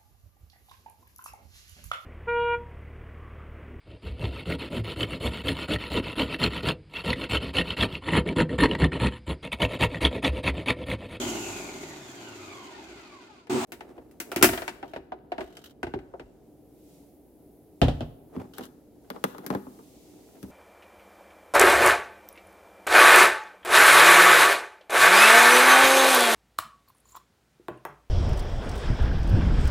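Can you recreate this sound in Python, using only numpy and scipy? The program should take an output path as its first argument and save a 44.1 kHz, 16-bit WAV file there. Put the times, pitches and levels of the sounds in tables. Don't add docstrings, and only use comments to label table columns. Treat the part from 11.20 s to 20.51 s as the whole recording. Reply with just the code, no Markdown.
import sys
import numpy as np
from scipy import signal
from scipy.fft import rfft, irfft
from scipy.io import wavfile
from scipy.ndimage import uniform_filter1d

SR = 44100
rng = np.random.default_rng(int(sys.argv[2]) if len(sys.argv) > 2 else 0)


def wrap_up_sound(samples):
    columns = np.atleast_2d(samples).T
    tamed = np.clip(columns, -1, 1)
    steps = np.round(tamed * 32767).astype(np.int16)
    wavfile.write(sys.argv[1], SR, steps)


N = 410567
TIME = np.arange(N) / SR

# frequency_hz, relative_level_db
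KITCHEN = [(15, -42), (25, -14.5), (172, -8.5), (262, -7), (293, -0.5), (334, -6), (427, -7), (533, -13.5),
           (743, -17.5), (1110, -34.5), (5000, -51), (6500, -77), (11000, -120)]
HUM_DB = -54.5
# frequency_hz, relative_level_db
HISS = [(1180, -39.5), (2000, -7), (2570, -7), (9210, -4), (11700, -5), (15900, -6.5)]
# time_s, relative_level_db
HISS_LEVEL = [(2.5, -77.5), (3.9, -88), (5.4, -79), (5.7, -71.5), (6.1, -75), (7.7, -77), (8, -72),
              (9.31, -65.5)]

BAND_EDGES_HZ = [30, 150, 450, 1400, 5000, 17000]
PAN_SHARE = [0.0052, 0.0355, .25, .6, 1]
TOP_HZ = 15900

# firmest_s, level_db, swell_by_20_db_s
GRIPS = [(2.7, -49, 0.2835), (3.2, -37, 0.1419), (3.99, -47, 0.0011), (4.23, -38.5, 0.1202),
         (7.198, -42, 0.1256), (7.42, -44, 0.1046), (7.98, -44.5, 0.1334), (8.24, -44, 0.0886),
         (8.35, -32, 0.0694), (9.29, -48.5, 0.5054)]
GRIP_RELEASE = .85
# start_s, end_s, level_db, slips_per_s
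SCRAPES = [(3.641, 3.792, -59, 52.09), (4.199, 4.441, -56.5, 46.46), (4.441, 4.52, -55, 60),
           (7.335, 7.465, -52, 70)]

# start_s, strength_db, weight_db (extra bass), hardness_db (extra treble), panel_note_hz
SNAPS = [(2.52, -45, 2, -4, 760), (2.912, -70, -6, 2, 2700), (3.001, -42, -6, 3, 930),
         (3.117, -34, -28, -13, 580), (3.161, -32, 9, -5, 630), (3.226, -20, 5, 3, 1370),
         (3.243, -21, 4, -2, 660)]
JAR_KNOCKS = [(2.27, -57, 0.5, 13, 465.5), (2.607, -43.5, -3, 7, 868.3), (2.78, -46, 8, -13, 487.9),
              (3.212, -36, 22, 8.5, 1380), (3.479, -34.5, -19.5, 15.5, 918.1), (3.492, -60, -4.5, 35, 2900),
              (3.628, -37, -2.5, -7, 789.1), (3.735, -39.5, -2, -2, 651.9), (3.761, -37, 5, -2.5, 640.2),
              (3.92, -34, -5, -16.5, 728), (4.119, -29, -16, -10, 708), (4.181, -33, 4.5, -5, 667.9),
              (4.207, -35.5, -1, 2.5, 641.9), (4.369, -54, -8, 26, 3097), (4.63, -32, 9.5, 6, 1519),
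              (4.668, -42, 21, -1.5, 854.1), (4.738, -34, 15, -7, 816.4), (4.789, -51, 10, 3, 790),
              (4.938, -39, -3.5, -43, 533), (4.996, -45, 14, 4.5, 480.3)]
SET_DOWN = [(6.616, -23.5, 0.041, 0, 690.1), (6.683, -32, 1, -2.5, 686.1), (6.807, -38, -1.97, -4, 634.8)]
LID_KNOCKS = [(7.164, -44, 26.5, -8.5, 533), (7.201, -46, 8.5, -7, 500), (7.242, -52.5, -3, -8.5, 500),
              (7.383, -44.5, -0.5, 16.5, 540), (7.409, -42.5, 4, -2, 480.8), (7.454, -56.5, 4.5, 19, 500.4),
              (7.902, -35, -9, 5, 745.5), (7.962, -42, -15.5, -12, 690), (8.04, -23, -14.5, 7.5, 517.9),
              (8.148, -45, -10, -9.5, 901), (8.182, -43, 0, 4, 480.7), (8.264, -45.5, 10, 25.5, 620),
              (8.303, -29.5, 3.5, -3, 487), (8.349, -29, 1.5, -6.5, 1106), (8.468, -47, 8, -24.5, 477.9),
              (8.589, -50, 1, -21, 824.1), (9.229, -53, 28.5, 18.5, 474)]
# frequency_hz, relative_level_db, t60_s
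SNAP_MODES = [(102.38, -1, .25), (240, 3.5, 0.17), (280.33, 2.5, .2), (352.8, 4.5, 0.16), (706, -3, 0.15),
              (931, -7.5, 0.26), (1370, -5.5, 0.079), (1502.7, -5.5, 0.047), (2061, -9, .1),
              (2717.7, -6.5, 0.078)]
JAR_MODES = [(66, -0.5, 0.22), (116, -9, .15), (270, -6, .13), (379.95, -2, 0.2), (630, -5, 0.076),
             (783, -4.5, 0.054), (930, -11, 0.15), (1530, -5.5, 0.045), (2570, -7, .05),
             (2830, -1.5, 0.031)]
COUNTER_MODES = [(74.47, -1, 0.29), (105.99, -3, 0.2668), (149.47, -1.5, 0.3807), (237.66, 9.5, 0.201),
                 (283.67, 0.5, 0.1554), (542.1, -5, 0.1294), (691.5, -5.5, 0.15), (730.63, -2, 0.083),
                 (2921, 0.5, 0.0504), (3514.1, 0.5, 0.0514)]
LID_MODES = [(199.73, 2, 0.21835), (256.75, 5, 0.169), (295.76, 3.5, 0.1221), (383.76, -4, 0.1605),
             (447.72, 1, 0.0722), (826.82, 3.5, 0.04), (1084.2, -14, 0.0307), (1574.7, -11.5, .04),
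             (3440.2, -7, 0.03877)]
# frequency_hz, relative_level_db
SNAP_COLOUR = [(60, -19.5), (106, -8), (160, -17.5), (225, -6), (282, 0), (356, 3.5), (450, -15),
               (680, -10), (800, -18.5), (1450, -14.5), (2800, -17.5), (3500, -25), (15900, -26)]
JAR_COLOUR = [(24, -38), (40, -6), (184, -13.5), (354, 5), (515, -9.5), (713, -3), (1120, -18.5),
              (1510, -18), (5990, -40), (12100, -47), (15900, -60)]
COUNTER_COLOUR = [(18, -45.5), (30, -10), (75, -4.5), (157, -6), (193, -24), (239, -0.5), (373, -14),
                  (425, -16), (682, -21.5), (1150, -35), (1950, -29.5), (2170, -33.5), (3050, -24),
                  (4170, -33), (15900, -53)]
LID_COLOUR = [(41, -44), (70, 4), (255, 3), (482, -4), (709, -12.5), (1120, -10.5), (2710, -29.5),
              (3560, -31), (9020, -39), (11300, -30.5), (15900, -40.5)]
WEIGHT_SHARE, HARDNESS_SHARE = [1, .55, 0.00304, 0, 0.00506], [0, 0.00145, 0, .5, 1]
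ROCK_START_S, ROCK_PERIOD_S, ROCK_NOTE_HZ = 3.289, .0435, 658.5
ROCK_FIRST_DB, ROCK_STEP_DB = (-33.5, 16.5, 16.5), (-1, -10.5, -2.5)

START_HZ, DRAG_S, FRICTION_HZ_PER_S = 249.92, 2.03, 42.4
# level_db at the starting speed, loss_db when the speed falls tenfold
CHURN_LAW, RATTLE_LAW, AIR_LAW, WHINE_LAW = (-33, 24.341), (-36, 20.424), (-37.5, 37.99), (-45, 11.257)
# time_s, gain_db
LOAD = [(0, 0), (.8, -7), (1.33, -2.5), (2, -1), (2.22, -2), (2.28, -11.5)]
# frequency_hz, relative_level_db
CHURN = [(35, -48.5), (60, -29.5), (107, -10.5), (166, -18), (280, -5), (364, -1), (417, -6), (456, -21),
         (663, -11.5), (777, -15), (900, -16), (1170, -24), (1980, -120)]
RATTLE = [(410, -17), (700, -6.5), (1460, -6), (1740, -10.5), (2170, -5), (2930, -9), (4740, -10.5),
          (5110, -12), (6600, -19), (9000, -25), (11700, -78), (19800, -120)]
AIR = [(2650, -49.5), (4500, -14), (4740, -15), (5270, -12.5), (6800, 0.5), (9380, -17.5), (11500, -13),
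       (13400, -19.5), (15200, -18), (15900, -24.5)]
GRIND = [(290, -39), (500, -38.5), (649, 0), (750, -3), (867, -2), (1620, -13), (2490, -13.5), (5610, -21),
         (8300, -17), (9320, -28), (14000, -32.5), (15900, -29.5)]
# frequency_hz, width_hz, relative_level_db
HOUSING = [(646.9, 64.9, 2), (1431.8, 24.11, 10), (2066.9, 70.2, 0.5), (2416.6, 45.2, 5),
           (4931.3, 83.6, 5.5), (6350, 120, -27.5)]
LOADED = [(109.17, 10.41, -5), (147.92, 20.4, -7), (247.34, 8.206, 10), (286.13, 21.84, 3),
          (365.78, 10.175, 9.5)]
# frequency_hz, gain_db
RADIATION = [(700, -14), (880, 3.5), (1100, 3.5), (1700, -4.5), (2300, 5.5), (2850, 2), (3400, 4),
             (4000, -3), (7000, 1.5)]
# shaft_hz, level_db
BASE_RESPONSE = [(40, -80.5), (57, -54.5), (74, -68), (108, -55.5), (205, -52), (250, -30.5)]
TEETH = 13
PULSE_ON_S, PULSE_OFF_S, PULSE_ATTACK_S, SPIN_UP_HZ_PER_S = 2.295, 2.449, 0.004466, 560
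SHAKE_DB, GRIND_DB = -32, -32.5
BITE_S, BITE_WIDTH_S, BITE_DB = 2.354, 0.04049, 10.5


def undb(db):
    return 10 ** (np.asarray(db) / 20)


def unit(x):
    return x / np.sqrt(np.mean(x ** 2) + 1e-30)


def curves(table):
    s, *columns = np.transpose(table)
    return [np.interp(TIME, s, c) for c in columns]


def band(x, lo_hz, hi_hz, order=3):
    sos = signal.butter(order, [lo_hz, min(hi_hz, .48 * SR)], "band", fs=SR, output="sos")
    return signal.sosfilt(sos, x)


def colour(x, points):
    hz, db = np.transpose(points)
    size = 8192
    f = np.fft.rfftfreq(size, 1 / SR) + 1
    end_slopes = np.minimum(1, np.minimum(f / hz[0], hz[-1] / f)) ** 2
    gain = undb(np.interp(np.log(f), np.log(hz), db)) * end_slopes
    cepstrum = irfft(np.log(gain + 1e-6))
    folded = np.r_[cepstrum[0], 2 * cepstrum[1:size // 2]]
    response = irfft(np.exp(rfft(folded, size)))
    return unit(signal.fftconvolve(x, response[None], axes=1)[:, :x.shape[-1]])


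def resonate(x, peaks):
    parts = [undb(db) * signal.lfilter(*signal.iirpeak(hz, hz / width, SR), x) for hz, width, db in peaks]
    return unit(sum(parts))


def walk(rate):
    knots = rng.standard_normal(int(N / SR * rate) + 2)
    return unit(np.interp(TIME * rate, np.arange(len(knots)), knots))


def pair(width, size=N):
    mid, side = rng.standard_normal((2, size))
    return unit(np.array([mid + width * side, mid - width * side]))


def background():
    (hiss_db,) = curves(HISS_LEVEL)
    hum = colour(pair(.3), KITCHEN) * undb(HUM_DB + 0.58 * walk(9))
    low_tone = undb(-66.5) * np.sin(2 * np.pi * 60 * TIME)
    wavering_tone = undb(-64.5 + 3 * walk(7.2)) * np.sin(2 * np.pi * 301 * TIME)
    lower = band(colour(pair(.9), HISS), 1500, 9000) * undb(2.5 * walk(4))
    upper = band(colour(pair(.9), HISS), 10000, 16000) * undb(1.5 * walk(3))
    hiss = (lower + undb(3.5) * upper) * undb(hiss_db + 4.5) * (TIME > 2.47)
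    hum_gain = np.interp(TIME, [2.449, 2.452, 2.472, 2.485], [.5, .03, .03, 1])
    return (hum + low_tone + wavering_tone) * hum_gain + hiss


def room(x, wet_db, t60s):
    t = np.arange(SR) / SR
    tail = 0
    for k, (db, t60, width) in enumerate(zip(wet_db, t60s, [.15, .2, 0.64, 0.81, 0.93])):
        decay = undb(-60 * t / t60) * (1 - np.exp(-t / .012))
        noise = pair(width, SR) * decay / np.linalg.norm(decay)
        tail = tail + undb(db) * band(noise, *BAND_EDGES_HZ[k:k + 2])
    return signal.fftconvolve(x, tail, axes=1)[:, :N]


def grip():
    pressure = 0
    for s, db, swell_s in GRIPS:
        away = np.maximum(s - TIME, (TIME - s) / GRIP_RELEASE) / swell_s
        pressure = pressure + undb(db - 20 * away)
    slips = pair(.5) * undb(4.5 * walk(45) + 3 * walk(300))
    jar_spectrum = [(150, -9.5), (240, -0.5), (380, 6), (520, -5), (780, -4), (1100, -14), (1700, -20),
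                    (4000, -33), (12000, -41)]
    return pressure * colour(slips, jar_spectrum)


def scrapes():
    force, drag = np.zeros(N), np.zeros(N)
    for start, end, db, rate in SCRAPES:
        slips = np.arange(start, end, 1 / rate)
        chance = rng.standard_normal((len(slips), 2))
        slip_s = slips + .25 / rate * chance[:, 0]
        force[(slip_s * SR).astype(int)] += undb(db + 5.121 * chance[:, 1])
        drag += undb(db) * ((TIME > start) & (TIME < end))
    fade = np.exp(-1 / (0.0091 * SR))
    ticks = signal.lfilter([1], [1, -fade], force + 1e-18)
    rub = undb(-2.5) * ticks + undb(-17) * uniform_filter1d(drag, SR // 100)
    wall = [(1470, 478, 2), (3052, 327.3, 4.5), (3764.2, 300.6, -2.5), (5186, 6250, -10.5),
            (11900, 1700, -10)]
    return rub * resonate(pair(0.99), wall)


def rocking(count):
    rows = []
    for k in range(count):
        strength_weight_hardness = np.add(ROCK_FIRST_DB, k * np.array(ROCK_STEP_DB))
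        rows.append((ROCK_START_S + k * ROCK_PERIOD_S, *strength_weight_hardness, ROCK_NOTE_HZ))
    return rows


def blows(table, modes, spectrum, bands_db, low_t60, high_t60, ring_db, crack_db, spot_db,
          stretch_per_db, pan_db, lag_s):
    size = SR // 3
    t = np.arange(size) / SR
    out = np.zeros((2, N + size))
    shudder_t60s = np.geomspace(low_t60, high_t60, len(BAND_EDGES_HZ) - 1)
    strongest_db = max(row[1] for row in table)
    for s, strength_db, weight_db, hardness_db, spot_hz in table:
        levels_db = strength_db + np.array(bands_db)
        levels_db = levels_db + weight_db * np.array(WEIGHT_SHARE) + hardness_db * np.array(HARDNESS_SHARE)
        length = np.exp(stretch_per_db * (strength_db - strongest_db))
        detune = 1 + 0.006 * rng.standard_normal(len(modes))
        ring = 0
        for (hz, db, t60), d in zip(modes, detune):
            mode = undb(db - 60 * t / (t60 * length)) * np.sin(2 * np.pi * hz * d * t)
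            ring = ring + mode * rng.choice([-1, 1])
        spot = undb(spot_db - 60 * t / (0.051 * length)) * np.sin(2 * np.pi * spot_hz * t)
        ring = unit(ring + spot)
        for k, (db, t60, width) in enumerate(zip(levels_db, shudder_t60s, [.12, .1, .6, 0.88, 1.0])):
            edges = BAND_EDGES_HZ[k:k + 2]
            contact = undb(-60 * t / (t60 * length)) + undb(crack_db - 60 * t / 0.0038)
            shudder = unit(band(colour(pair(width, size) * contact, spectrum), *edges))
            part = shudder + undb(ring_db) * band(ring, *edges)
            part /= np.sqrt(np.mean(part[:, :SR // 32].mean(axis=0) ** 2))
            ports = np.array([[pan_db], [-pan_db]]) / 2 * PAN_SHARE[k]
            out[:, int(s * SR):int(s * SR) + size] += part * undb(db + ports)
    return np.array([out[0, :N], np.interp(TIME - lag_s, TIME, out[1, :N])])


def gear_whine(speed, turn, whine_db):
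    settlings = 2.5 * turn / (2 * np.pi)
    whine = 0
    for k, db in enumerate([-0.5, -2, -6.5, -11], 1):
        mesh_hz = TEETH * k * speed
        radiated = undb(np.interp(mesh_hz, *np.transpose(RADIATION))) * undb(2.5 * walk(45))
        settle = rng.standard_normal((2, int(settlings[-1]) + 1, 2)) @ [1, 1j]
        carrier = np.exp(1j * k * TEETH * turn)
        smear = np.array([(np.interp(settlings, np.arange(len(z)), z) * carrier).real for z in settle])
        level = undb(db + whine_db - 5 * (k > 1) * speed / 130)
        whine = whine + level * radiated * (smear + 0.1326 * smear[::-1])
    return whine


def powered_pulse():
    shake_db = SHAKE_DB + BITE_DB * np.exp(-((TIME - BITE_S) / BITE_WIDTH_S) ** 2)
    ice = pair(0.9136) * undb(0.75 * walk(500))
    shake = undb(shake_db) * band(resonate(pair(0.212), LOADED), 94.4, 444.75)
    return shake + undb(GRIND_DB) * colour(ice, GRIND)


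def blender():
    since_on = np.maximum(TIME - PULSE_ON_S, 0)
    creep_hz = FRICTION_HZ_PER_S * DRAG_S
    speed = (START_HZ + creep_hz) * np.exp(-np.minimum(TIME, PULSE_ON_S) / DRAG_S) - creep_hz
    speed = np.clip(speed + SPIN_UP_HZ_PER_S * since_on, 1, START_HZ)
    slowed = np.log10(START_HZ / speed)
    laws = (CHURN_LAW, RATTLE_LAW, AIR_LAW, WHINE_LAW)
    churn_db, rattle_db, air_db, whine_db = (db - loss * slowed for db, loss in laws)
    (load_db,) = curves(LOAD)
    turn = 2 * np.pi * np.cumsum(speed) / SR
    blade = turn / 4
    throb = (1 + 0.1086 * np.sin(blade)) * undb(0.7334 * walk(36.065))
    teeth = 1 + 0.414 * np.cos(TEETH * turn) + 0.1111 * np.cos(turn)
    churn = undb(churn_db) * colour(pair(0.2109), CHURN) * throb
    grit = pair(0.9932) * teeth * throb
    rattle = undb(rattle_db) * (undb(-2.5) * colour(grit, RATTLE) + undb(-12) * resonate(grit, HOUSING))
    air = undb(air_db) * colour(pair(0.9734) * teeth, AIR) * undb(1.6305 * walk(58.414))
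    whine = gear_whine(speed, turn, whine_db)
    shaft_db = np.interp(speed, *np.transpose(BASE_RESPONSE)) + 0.5 * walk(13.9)
    shaft = undb(shaft_db) * np.sin(turn)
    wobble = undb(-46.5) * np.sin(blade) + undb(-50) * np.sin(2 * blade)
    wobble = wobble * np.minimum(speed / 225, 1) ** 5 * undb(2 * walk(8))
    coast = (churn + rattle + air + whine) * undb(load_db) + shaft + wobble
    powered = np.minimum(since_on / PULSE_ATTACK_S, 1)
    return (coast * (1 - powered) + powered_pulse() * powered) * (TIME < PULSE_OFF_S)


def scene():
    handling = blows(
        SNAPS, SNAP_MODES, SNAP_COLOUR, bands_db=[-21, -2, -3, -1.87, -2.0567],
        low_t60=.13, high_t60=0.12, ring_db=3, crack_db=0,
        spot_db=-8.5, stretch_per_db=0.0033, pan_db=3.5, lag_s=0)
    handling += blows(
        JAR_KNOCKS + rocking(count=4), JAR_MODES, JAR_COLOUR, bands_db=[-22, -7.5, -2, -11, -30],
        low_t60=.18, high_t60=0.06, ring_db=4.5, crack_db=-5,
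        spot_db=8.5, stretch_per_db=-0.0033, pan_db=5, lag_s=0.00018)
    handling += blows(
        SET_DOWN, COUNTER_MODES, COUNTER_COLOUR, bands_db=[5, 4.5, 2.5, -9.5, -22],
        low_t60=0.2728, high_t60=0.13917, ring_db=5.0, crack_db=9.0,
        spot_db=2, stretch_per_db=0.0105, pan_db=0.4761, lag_s=0)
    handling += blows(
        LID_KNOCKS, LID_MODES, LID_COLOUR, bands_db=[-23.5, -1.5, -4.5, -15.5, -24.5],
        low_t60=0.15857, high_t60=0.03244, ring_db=4.5, crack_db=7,
        spot_db=-9, stretch_per_db=-0.0162, pan_db=8.5, lag_s=0.00032913)
    walls = room(handling, wet_db=[-13, -17, -17.5, -16.0, -14.5], t60s=[.6, 0.99787, 0.94, 0.6, 0.4887])
    return background() + walls + grip() + scrapes() + handling + blender()


def record(dry):
    thin = signal.sosfilt(signal.butter(2, 38, "high", fs=SR, output="sos"), dry)
    top_cut = signal.ellip(10, .2, 70, TOP_HZ, fs=SR, output="sos")
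    return signal.sosfilt(top_cut, np.clip(thin, -1, 1))


dry = scene()
out = record(dry)
wrap_up_sound(out)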